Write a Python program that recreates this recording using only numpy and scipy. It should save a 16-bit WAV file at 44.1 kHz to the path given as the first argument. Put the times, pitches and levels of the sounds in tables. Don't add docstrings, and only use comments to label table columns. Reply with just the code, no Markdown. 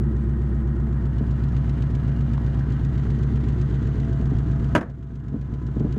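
import sys
import numpy as np
from scipy import signal
from scipy.fft import rfft, irfft, next_fast_len
from scipy.io import wavfile
from scipy.ndimage import uniform_filter1d

SR = 44100
rng = np.random.default_rng(int(sys.argv[2]) if len(sys.argv) > 2 else 0)


def wrap_up_sound(samples):
    columns = np.atleast_2d(samples).T
    tamed = np.clip(columns, -1, 1)
    steps = np.round(tamed * 32767).astype(np.int16)
    wavfile.write(sys.argv[1], SR, steps)


N = 263718

# (t/s, speed/rpm)
IDLE_SPEED = [(0.0, 944), (0.6, 942.8), (1.25, 939), (1.5, 941.4), (1.85, 928.5), (2.2, 945.3),
              (2.6, 926.6), (3.15, 948.5), (3.45, 937.3), (4.05, 932), (4.4, 933.3), (5.3, 937.6),
              (5.98, 933)]


def turn_crank():
    rpm, = in_time(IDLE_SPEED)
    start_deg = -20
    crank = start_deg + np.cumsum(rpm) * 360 / 60 / SR
    return crank, rpm


# (arrival angle/deg, level/dB)
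FIRINGS = [(87, 5), (179, 4), (264, 8.5), (353, -3.5), (428, 1.5), (485, 1.5), (606.5, 8), (700, 7)]


def exhaust(crank, rpm):
    pulses = firing_pulses(crank, rpm, FIRINGS)
    return pipe_tones(pulses) + gas_puffs(pulses, crank) + cab_shake(crank, rpm)


# (f/Hz, width/Hz, relative level/dB)
BOOM_MODES = [(63.28, 2.64, -28)]
PIPE_MODES = [(112, 11.2, -30), (138.26, 5.12, -21.5), (228.6, 6, -33.5)]
BARK_MODES = [(272.4, 25, -50), (345.7, 17.5, -46.5), (428.7, 18.4, -42)]


def pipe_tones(pulses):
    boom, pipes, bark = (resonate(pulses, modes)[-N:] for modes in (BOOM_MODES, PIPE_MODES, BARK_MODES))
    return (heard(0, in_cab_db=1) * boom
            + heard(0, in_cab_db=-3) * pipes
            + heard(-7, in_cab_db=4.5, at_side_db=6.5, at_doorway_db=4.5) * bark)


# (f/Hz, relative level per Hz/dB)
PUFF_COLOUR = [(25, -1.5), (45, -2), (70, 0.5), (130, -0.5), (200, 0), (280, -3.5), (400, -11.5),
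               (520, -28), (800, -42)]


def gas_puffs(pulses, crank):
    lope = from_db(2 * np.cos(np.radians(crank - 41) / 2))
    envelope = rms_one(lope * soften(pulses, hz=35.8)[-N:])
    return heard(-37, in_cab_db=-2, at_side_db=5) * envelope * noise(PUFF_COLOUR)


# (arrival angle/deg, level/dB)
SHAKES = [(9, 0), (120.5, 1), (210, -4), (320.5, 5.5), (329.5, 3.5), (506, -5.5), (557, -4.5), (663, 4.5)]
# (f/Hz, width/Hz, relative level/dB)
CAB_MODES = [(91.2, 3.3, -32.5), (214.1, 8.4, -26), (341.6, 7.4, -34.5), (336.7, 20, -36)]


def cab_shake(crank, rpm):
    cab = resonate(firing_pulses(crank, rpm, SHAKES), CAB_MODES)[-N:]
    return heard(-12.5, in_cab_db=13, at_doorway_db=6.5) * cab


def firing_pulses(crank, rpm, contacts):
    firings = each_cycle(crank, contacts, scatter_deg=0.94, scatter_db=0.26)
    cycle = int(SR * 120 / rpm[0])
    running = np.concatenate([firings[:cycle], firings]) * cycle / len(contacts)
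    return muffler(soften(running, hz=388), edge_hz=400.0)


def muffler(x, edge_hz):
    return signal.sosfilt(signal.butter(6, edge_hz, fs=SR, output="sos"), x)


# (t/s, body level/dB, metal crack level/dB)
SLAM_BLOWS = [(4.7509, 3, 5.5), (4.755, 1, 1), (4.7613, 0, 0), (4.777, -11, -6), (4.8105, -15, -13),
              (4.829, -21, -24)]
# (f/Hz, width/Hz, relative level/dB)
DOOR_MODES = [(162, 54, -19), (212, 26, -5.5), (325, 75, 5.5), (410, 43, 1), (570, 69, 4.5), (650, 46, 5),
              (959, 47, -0.5), (1090, 86, -7), (1288, 30, -2), (1600, 49, 2), (1810, 37, -1.5),
              (2600, 48, -18.5), (2880, 71, -22)]
# (f/Hz, relative level per Hz/dB)
SHELL_COLOUR = [(70, 3), (200, 10), (400, 1), (650, 1.5), (780, -4.5), (1000, -7.5), (1400, -8),
                (1750, -7.5), (2100, -19.5), (3000, -34), (4000, -37)]
CRACK_COLOUR = [(1000, -7), (2200, 6), (3000, 2), (3900, -8.5), (5000, -10), (6300, -6.5), (8000, -14.5),
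                (11000, -18), (15000, -43)]


def door():
    s, body_db, crack_db = np.transpose(SLAM_BLOWS)
    blows = clicks(s, from_db(body_db))
    latch = clicks(s, from_db(crack_db))
    skin = strike(blows, DOOR_MODES, soft_hz=2250)
    rumble = burst(blows, t60=0.062) + from_db(-12) * burst(blows, t60=0.31)
    shell = soften(rumble, hz=700) * noise(SHELL_COLOUR)
    snap = burst(latch, t60=0.069) + from_db(-8.0) * burst(latch, t60=0.012)
    crack = snap * noise(CRACK_COLOUR)
    return from_db(3.0) * skin + from_db(-3.0) * shell + from_db(-20.5) * crack


def engine_bay(crank):
    swell = rms_one(soften(each_cycle(crank, FIRINGS, scatter_deg=15.0, scatter_db=3.5), hz=70))
    throb = rms_one(3.5 + 0.68 * swell)
    rush = throb * (fan() + belt() + hiss())
    return reflect(rush + valve_gear(crank)) + whines(crank)


# (f/Hz, relative level per Hz/dB)
FAN_COLOUR = [(420, 6.5), (520, -2), (680, 3), (800, -0.5), (1000, 0.5), (1300, -1), (1550, -0.5),
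              (1850, -10.5), (2100, -15), (2600, -27)]
# (f/Hz, width/Hz, relative level/dB)
PANEL_MODES = [(545, 2.1, -0.5), (663, 8.5, 3), (794, 10, -10.5), (906, 13, -3.5), (1035, 21, -3.5),
               (1283, 25, 1.5), (1384, 18, -4), (1523, 22, -2), (1668, 19, 0.5)]


def fan():
    rush = noise(FAN_COLOUR) + from_db(-7.5) * ringing(PANEL_MODES)
    return heard(-47.5, in_cab_db=-2, at_side_db=-0.5) * rush


def belt():
    song = ringing([(1864, 22, 0)])
    return heard(-63, in_cab_db=1.5, at_side_db=-7, at_doorway_db=10) * song


# (f/Hz, relative level per Hz/dB)
HISS_COLOUR = [(2000, 12), (2250, 0.5), (2550, -2), (3000, 3.5), (3600, -0.5), (4300, -4.5), (5300, -14.5),
               (6400, -12.5), (7500, -21.5), (9000, -24.5), (12000, -49), (15500, -32)]
SIZZLE_COLOUR = [(5600, -9), (6200, 0.5), (6700, -4.5), (7250, 0), (7800, -9.5), (9000, -30)]
FIZZ_COLOUR = [(7000, -9), (8200, 1.5), (9300, -10.5), (11000, -15)]
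# (f/Hz, width/Hz, relative level/dB)
COVER_MODES = [(2080, 42, 1.5), (2400, 110, 2), (2840, 83, 3.5), (3034, 43, 0), (3520, 110, -14),
               (3930, 52, -7.5), (4350, 75, -15.5)]


def hiss():
    grain_db, grain_hz = 2.0, 60
    grain = rms_one(from_db(grain_db * rms_one(soften(rng.standard_normal(N), grain_hz))))
    steady = (heard(-63.5, in_cab_db=-2.5, at_side_db=1, at_doorway_db=5.5) * noise(HISS_COLOUR)
              + heard(-63.5, in_cab_db=-8.5, at_side_db=-5) * ringing(COVER_MODES)
              + heard(-79.5, in_cab_db=-2, at_side_db=5.5) * noise(SIZZLE_COLOUR)
              + heard(-89.5, in_cab_db=9.5) * noise(FIZZ_COLOUR))
    return grain * steady


# (crank angle/deg, relative level/dB)
TICKS = [(170, -4.5), (181, -4), (195, -7.5), (0, -11.5), (48, -12.5), (88, -10.5), (228, -14),
         (268, -16.5), (395, -10.5), (444, -10.5), (510, -15.5), (560, -12.5), (638, -10.5), (660, -9)]
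# (f/Hz, relative level per Hz/dB)
TICK_COLOUR = [(1800, 7), (3000, 8), (4200, 4), (5300, -0.5), (6800, -2), (8500, -10), (11000, -29.5),
               (15000, -28)]


def valve_gear(crank):
    clatter_per_s, clatter_db, spread_db = 29, -15, 3.5
    loose = rng.random(N) < clatter_per_s / SR
    clatter = loose * from_db(clatter_db + spread_db * rng.uniform(-1, 1, N))
    regular = each_cycle(crank, TICKS, scatter_deg=4.0, scatter_db=1.8)
    envelope = rms_one(soften(dying(regular + clatter, t60=0.032), hz=300))
    colour = (heard(-61.5, in_cab_db=-10.5) * noise(TICK_COLOUR)
              + heard(-80, at_side_db=3.5) * noise(SIZZLE_COLOUR))
    return envelope * colour


# (multiple of crank speed, relative level/dB)
IDLERS = [(35.2, -59), (51.4, -66)]
# (t/s, level/dB)
PULLEY_LEVEL = [(0, -65.5), (1.5, -60), (3.8, -64), (5.2, -64), (5.6, -52.5), (5.98, -58)]
ALTERNATOR_LEVEL = [(0, -68), (.7, -67.5), (1.3, -55.5), (2.5, -58.5), (3.1, -63), (3.7, -65.5),
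                    (4.1, -52.5), (5.1, -54.5), (5.6, -66)]


def whines(crank):
    idlers = sum(whine(crank, multiple, db) for multiple, db in IDLERS)
    pulley = whine(crank, 64.4, *in_time(PULLEY_LEVEL))
    alternator = whine(crank, 42.9, *in_time(ALTERNATOR_LEVEL))
    return heard(3, in_cab_db=-0.5, at_side_db=-7.5) * idlers + pulley + alternator


def whine(crank, multiple, db):
    swell, slip = rms_one(soften(rng.standard_normal((2, N)), hz=5.3))
    tone = np.sqrt(2) * np.sin(multiple * np.radians(crank) + 0.32 * slip)
    return from_db(db + 2.0 * swell) * tone


# (t/s, relative level/dB)
BUMPS = [(1.207, -12.5), (4.195, -17.5), (4.316, -11.5), (5.318, -15), (5.34, -5.5), (5.525, -14.5),
         (5.765, -8), (5.805, -7), (5.846, -7), (5.965, -11)]
# (f/Hz, width/Hz, relative level/dB)
BUMP_MODES = [(120, 65, 2.5), (224.4, 39, 5), (288, 41, 1), (438, 46, -4), (614, 130, -17.5)]


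def handling():
    s, db = np.transpose(BUMPS)
    envelope = soften(burst(clicks(s, from_db(db)), t60=0.16), hz=45)
    low_noise = rms_one(soften(resonate(rng.standard_normal(N), BUMP_MODES), hz=450))
    return knocks(BUMPS, BUMP_MODES, soft_hz=447) + from_db(-16.0) * envelope * low_noise


# (t/s, level/dB)
TAPS = [(2.3785, -27)]
# (f/Hz, width/Hz, relative level/dB)
TAP_MODES = [(680, 110, 3.5), (890, 160, 9), (1100, 120, 10.5), (1430, 130, 5), (2180, 450, -12),
             (3470, 740, -14), (5400, 700, -17)]


def small_tap():
    return knocks(TAPS, TAP_MODES, soft_hz=5070)


# (delay at start t/s, delay at end t/s, level/dB)
BOUNCES = [(.0021, 0.002895, -27), (.0056, .0047, -18)]


def reflect(x):
    n = np.arange(N)
    out = x
    for first, last, db in BOUNCES:
        delay = SR * np.linspace(first, last, N)
        out = out + from_db(db) * np.interp(n - delay, n, x)
    return out


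def heard(db, in_cab_db=0, at_side_db=0, at_doorway_db=0):
    in_cab = 1 - move(middle_s=1.12, takes_s=1.0)
    at_side = move(middle_s=2.83, takes_s=0.8)
    at_doorway = np.exp(-((np.arange(N) / SR - 3.45) / 0.74) ** 2)
    return from_db(db + in_cab_db * in_cab + at_side_db * at_side + at_doorway_db * at_doorway)


def move(middle_s, takes_s):
    progress = np.clip((np.arange(N) / SR - middle_s) / takes_s, -.5, .5)
    return .5 + .5 * np.sin(np.pi * progress)


def each_cycle(crank, contacts, scatter_deg, scatter_db):
    angle, db = np.transpose(contacts)
    cycles = np.arange(-1, 50)[:, None]
    late, strong = np.clip(rng.standard_normal((2, len(cycles), len(angle))), -2, 2)
    angles = 720 * cycles + angle + scatter_deg * late
    times = np.interp(angles, crank, np.arange(N) / SR, left=-1, right=-1)
    return clicks(times.ravel(), from_db(db + scatter_db * strong).ravel())


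def knocks(events, modes, soft_hz):
    s, db = np.transpose(events)
    return strike(clicks(s, from_db(db)), modes, soft_hz)


def strike(blows, modes, soft_hz):
    cushioned = soften(blows, soft_hz)
    ring = resonate(cushioned, modes[::2]) - resonate(cushioned, modes[1::2])
    return blows.max() * ring / np.abs(ring).max()


def burst(pulses, t60):
    return np.sqrt(dying(pulses ** 2, t60 / 2))


def dying(x, t60):
    return signal.lfilter([1], [1, -from_db(-60 / (t60 * SR))], x + 1e-18)


def clicks(times, sizes):
    at = np.round(np.asarray(times) * SR).astype(int)
    inside = (at >= 0) & (at < N)
    return np.bincount(at[inside], np.asarray(sizes)[inside], N)


def ringing(modes):
    return rms_one(resonate(rng.standard_normal(N), modes))


def resonate(x, modes):
    out = 0
    for hz, width, db in modes:
        r = np.exp(-np.pi * width / SR)
        top = np.array([1, 0, -1]) * (1 - r * r) / 2
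        bottom = [1, -2 * r * np.cos(2 * np.pi * hz / SR), r * r]
        out = out + from_db(db) * signal.lfilter(top, bottom, x + 1e-18)
    return out


def noise(spectrum):
    hz, db = np.transpose(spectrum)
    size = next_fast_len(N)
    f = np.maximum(np.arange(size // 2 + 1) * SR / size, 1)
    skirts = np.minimum(1, np.minimum(f / hz.min(), hz.max() / f)) ** 6
    gain = from_db(np.interp(np.log(f), np.log(hz), db)) * skirts
    return rms_one(irfft(rfft(rng.standard_normal(size)) * gain, size)[:N])


def soften(x, hz):
    r = np.exp(-2 * np.pi * hz / SR)
    return signal.lfilter([(1 - r) ** 2], [1, -2 * r, r * r], x + 1e-18)


def in_time(rows):
    s, *columns = np.transpose(rows)
    return [np.interp(np.arange(N) / SR, s, c) for c in columns]


def rms_one(x):
    return x / np.sqrt(np.mean(x ** 2) + 1e-20)


def from_db(db):
    return 10 ** (np.asarray(db) / 20)


def scene():
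    crank, rpm = turn_crank()
    engine = exhaust(crank, rpm) + engine_bay(crank)
    return (engine + door() + handling() + small_tap())[None]


def gain_control(x, ceiling_db, release_db_per_s, window_s):
    window = int(window_s * SR)
    level_db = 10 * np.log10(np.maximum(uniform_filter1d(x ** 2, window), 1e-12))
    excess_db = np.maximum(level_db - ceiling_db, 0)
    recovery = release_db_per_s * np.arange(N) / SR
    cut_db = np.maximum.accumulate(excess_db + recovery, axis=-1) - recovery
    return x * from_db(-uniform_filter1d(cut_db, window))


def record(dry):
    held = gain_control(dry, ceiling_db=-12.0, release_db_per_s=10.0, window_s=0.0042)
    hissy = held + from_db(-87) * rng.standard_normal(N)
    rounded = .75 * np.tanh(hissy / .75)
    top_cut = signal.ellip(10, .1, 80, 15500, fs=SR, output="sos")
    return signal.sosfilt(top_cut, rounded)


dry = scene()
out = record(dry)
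wrap_up_sound(out)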